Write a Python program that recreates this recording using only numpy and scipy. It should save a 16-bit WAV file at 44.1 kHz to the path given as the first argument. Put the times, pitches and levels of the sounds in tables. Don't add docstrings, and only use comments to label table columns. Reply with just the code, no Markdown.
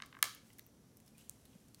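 import sys
import numpy as np
from scipy import signal
from scipy.fft import rfft, irfft
from scipy.io import wavfile
from scipy.ndimage import uniform_filter1d

SR = 44100
rng = np.random.default_rng(int(sys.argv[2]) if len(sys.argv) > 2 else 0)


def to_wav(sig):
    pcm = np.clip(np.atleast_2d(sig), -1, 1) * 32767
    pcm = np.round(pcm).astype(np.int16)
    wavfile.write(sys.argv[1], SR, pcm.T)


N = 79380
T = np.arange(N) / SR


def undb(db):
    return 10 ** (np.asarray(db) / 20)


def add(out, start_s, x):
    i = max(int(round(start_s * SR)), 0)
    out[i:i + len(x)] += x[:max(N - i, 0)]


def lowpass(x, hz, order=2):
    return signal.sosfilt(signal.butter(order, min(hz, .45 * SR), fs=SR, output="sos"), x)


def highpass(x, hz, order=2):
    return signal.sosfilt(signal.butter(order, hz, "high", fs=SR, output="sos"), x)


def noise(spectrum):
    hz, db = np.array(spectrum).T
    bins_hz = np.maximum(np.fft.rfftfreq(N, 1 / SR), 1)
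    gain = undb(np.interp(np.log(bins_hz), np.log(hz), db))
    x = irfft(rfft(rng.standard_normal(N)) * gain, N)
    return x / x.std()


def ring(modes, pitch_ratio=1, size=3000):
    t, out = T[:size], 0
    for k, (hz, db, t60_s) in enumerate(modes):
        damping = np.log(1000) / t60_s
        envelope = 2 * damping ** 2 / SR * t * np.exp(-damping * t)
        out += (-1) ** k * undb(db) * envelope * np.sin(2 * np.pi * hz * pitch_ratio * t)
    return out


def tray_knocks(size=3000):
    # start_s, level_db, cutoff_hz, pitch_ratio
    knocks = [(.0008, -23, 2760, 0.91), (0.0214, -17.5, 5660, 0.95), (.0345, -20, 1765, 1),
              (0.1266, -27.5, 3122, 0.9), (.1440, -31, 2243, 1), (0.1495, -26.5, 2572, 0.93),
              (0.1676, -21.5, 1650, 0.92), (0.189, -25, 1605, 1), (.2271, .5, 18910, 0.99)]
    # pitch_hz, resonance_db, t60_s
    tray_modes = [(1209, 9.5, 0.0074), (1735, 11.5, .012), (2046, 5, 0.014), (2277, 10, .0093),
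                  (2789, 3.5, 0.0091), (3225, 7, 0.0046), (3990, 8.5, 0.00828), (4532, 4, 0.0067),
                  (5250, 3, 0.0039), (6625, 3.5, 0.0036), (7128, 2, 0.0063), (9230, 5, 0.00091),
                  (12760, 7, .0022), (15008, -0.5, .0014)]
    rings, clacks = np.zeros(N), np.zeros(N)
    blow = signal.unit_impulse(size)
    snap = undb(-7) * highpass(blow, hz=7950)
    clack = undb(1) * highpass(blow, hz=715)
    for start_s, level_db, cutoff_hz, pitch_ratio in knocks:
        body = highpass(ring(tray_modes, pitch_ratio), hz=775, order=3)
        add(rings, start_s, undb(level_db) * lowpass(body + snap, cutoff_hz, order=3))
        add(clacks, start_s, undb(level_db) * lowpass(clack, cutoff_hz, order=3))
    return rings, clacks


def husk_cracks(size=500, trail_fade_s=0.0038):
    # start_s, body_db, middle_db, edge_db, top_db, pitch_ratio, trail_db
    cracks = [(0.0608, -35.5, -43, -33.5, -40, 1.22, -1), (.1890, -60, -40, -38.5, -45, 1.05, -10),
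              (0.3488, -50, -46, -34, -30, 0.86, -6), (.5030, -30, -37, -55, -44, 1.12, -9),
              (0.5318, -59, -43, -42, -47, 1.1, 6), (0.5843, -37, -62, -38.5, -40, 0.83, 6.5),
              (0.5889, -32, -38, -45, -42, 0.91, -1.5), (0.5946, -37, -21, -28.5, -34, 0.88, -43),
              (0.5938, -26, -27, -45, -24.5, 1.08, -26), (.6650, -47, -54, -47.5, -43, 1.02, 6),
              (0.9706, -52, -56, -40.5, -40.5, 0.9, 3), (1.002, -43, -44, -41.5, -50, 1.01, 1),
              (1.062, -62, -43, -46.5, -52, 1.3, 8), (1.0780, -56, -34.5, -44, -49, 1.15, 5),
              (1.181, -52.5, -47, -38, -48, 1.16, 5.5), (1.2958, -60, -30, -13, -23, 1.054, -23),
              (1.4542, -39, -33.5, -45, -41, 0.85, 2), (1.551, -43, -43.5, -55, -48, 0.58, -6),
              (1.684, -53, -50, -40, -48, 0.92, -4), (1.7460, -39.5, -22.5, -29, -39, 1.02, -6.5)]
    # pitch_hz, resonance_db, t60_s
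    mode_groups = [
        [(980, -10, 0.0025), (1857, 5, 0.0063), (2610, -0.5, 0.0032)],
        [(3160, -9, 0.009), (4513, -0.5, 0.0022)],
        [(5700, -11.5, 0.0015), (7940, 0, 0.0005), (11100, -6, 0.0014)],
        [(11520, -2, 0.0012), (14600, 4.5, 0.00048)],
    ]
    out = np.zeros(N)
    for start_s, *group_levels_db, pitch_ratio, trail_db in cracks:
        trail = rng.standard_normal(size) ** 3 * np.exp(-T[:size] / trail_fade_s)
        click = signal.unit_impulse(size) + undb(trail_db) * trail / np.linalg.norm(trail)
        shell = 0
        for level_db, modes in zip(group_levels_db, mode_groups):
            cutoff_hz = 0.39 * modes[0][0]
            shell += undb(level_db) * highpass(ring(modes, pitch_ratio), cutoff_hz)
        add(out, start_s, np.convolve(click, shell))
    return out


def seed_squeaks():
    # peak_s, spread_s, level_db, pitch_hz, rise_hz_per_s, width_hz
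    slips = [(0.649, 0.065, -75.5, 5900, 0, 301.4), (1.159, 0.025, -75, 2450, 2006, 60),
             (1.205, .03, -71.5, 2880, 3997.5, 127), (1.212, 0.027, -78, 4000, 6002, 130),
             (1.225, .03, -82, 5100, 7001, 150), (1.53, 0.024, -74, 3100, 1, 400)]
    out = np.zeros(N)
    for peak_s, spread_s, level_db, pitch_hz, rise_hz_per_s, width_hz in slips:
        t = T - peak_s
        swell = undb(level_db) * np.exp(-(t / spread_s) ** 2)
        grip = lowpass(rng.standard_normal(N), width_hz)
        tone = np.sin(2 * np.pi * np.cumsum(pitch_hz + rise_hz_per_s * t) / SR)
        out += swell * grip / grip.std() * tone
    return out


def footsteps():
    # start_s, level_db
    steps = [(0.43, -9), (1.551, -3.5)]
    # pitch_hz, resonance_db, t60_s
    low_modes = [(177, -1, 0.038), (236, -2, 0.11), (530, -14.5, 0.015)]
    out, thump = np.zeros(N), ring(low_modes, size=8000)
    for start_s, level_db in steps:
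        add(out, start_s, undb(level_db) * thump)
    return out


def feather_rustles(grain_size=60, grain_depth=0.32):
    # peak_s, attack_s, fade_s, level_db
    rustles = [(0.469, 0.033, 0.12, -69.5), (1.078, 0.022, 0.039, -70.5), (1.194, 0.017, 0.11, -66.5),
               (1.42, 0.093, 0.37, -85.5), (1.559, 0.12, 0.16, -75.5), (1.79, 0.023, .05, -74)]
    # frequency_hz, density_db
    spectrum = [(300, -6), (1800, -4), (2900, 1), (4500, -3), (8000, -0.5), (11500, -1.5), (16000, -10)]
    swell = sum(undb(level_db) * np.exp(np.minimum((T - peak_s) / attack_s, (peak_s - T) / fade_s))
                for peak_s, attack_s, fade_s, level_db in rustles)
    flicker = np.sqrt(grain_size) * uniform_filter1d(rng.standard_normal(N), grain_size)
    grain = np.exp(grain_depth * flicker)
    return swell * noise(spectrum) * grain / np.sqrt(np.mean(grain ** 2))


def reflection(spread_s=0.001, size=3000):
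    puff = rng.standard_normal(size) * T[:size] * np.exp(-T[:size] / spread_s)
    return lowpass(puff / np.linalg.norm(puff), hz=9960, order=1)


def room(x, bands=14, delay_s=0.0022, build_s=0.008):
    # frequency_hz, level_db, t60_s
    tail = [(288, -2.5, 0.33), (815, -14, 0.17), (1300, -8, 0.38), (2180, -15, .43), (3800, -10.5, 0.41),
            (6330, -11.5, .37), (9100, -18, 0.34), (15000, -21, 0.29)]
    # delay_s, level_db
    echoes = [(0.0132, -14.5), (0.0253, -24.5)]
    hz, db, t60_s = np.array(tail).T
    log_hz = np.log(hz)
    log_bins = np.log(np.maximum(np.fft.rfftfreq(N, 1 / SR), 1))
    centres = np.linspace(log_hz[0], log_hz[-1], bands)
    white = rfft(rng.standard_normal(N))
    t = np.maximum(T - delay_s, 0)
    build = 1 - np.exp(-t / build_s)
    response = np.zeros(N)
    for centre, weights in zip(centres, np.eye(bands)):
        envelope = build * np.exp(-np.log(1000) * t / np.interp(centre, log_hz, t60_s))
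        band = irfft(white * np.interp(log_bins, centres, weights), N)
        response += undb(np.interp(centre, log_hz, db)) * band * envelope / np.linalg.norm(envelope)
    for echo_s, echo_db in echoes:
        add(response, echo_s, undb(echo_db) * reflection())
    return signal.fftconvolve(x, response)[:N]


def background():
    # frequency_hz, density_db
    air = [(15, -36.5), (25, -18), (64, -5.5), (92, -6), (145, -4), (229, -4), (285, -6.5), (326, -10.5),
           (503, -14), (677, -19.5), (1040, -23.5), (2690, -30.5), (4900, -29.5), (5850, -26.5),
           (6900, -30), (11500, -30.5), (16000, -37.5)]
    # pitch_hz, level_db
    tones = [(119, -74.5), (219, -78.5), (265, -79.5)]
    hum = sum(undb(db) * np.sqrt(2) * np.sin(2 * np.pi * (hz * T + rng.random())) for hz, db in tones)
    return undb(-65.5) * noise(air) + hum


def scene():
    knocks, clacks = tray_knocks()
    beak = husk_cracks() + seed_squeaks()
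    walls = room(undb(-2.5) * knocks + undb(-5.5) * beak) + room(clacks)
    return (knocks + beak + walls + feather_rustles() + footsteps() + background())[None]


def record(dry):
    top_hz = 16100
    taps = signal.firwin(101, top_hz, window=("kaiser", 8), fs=SR)
    return signal.fftconvolve(dry, taps[None], mode="same")


dry = scene()
out = record(dry)
to_wav(out)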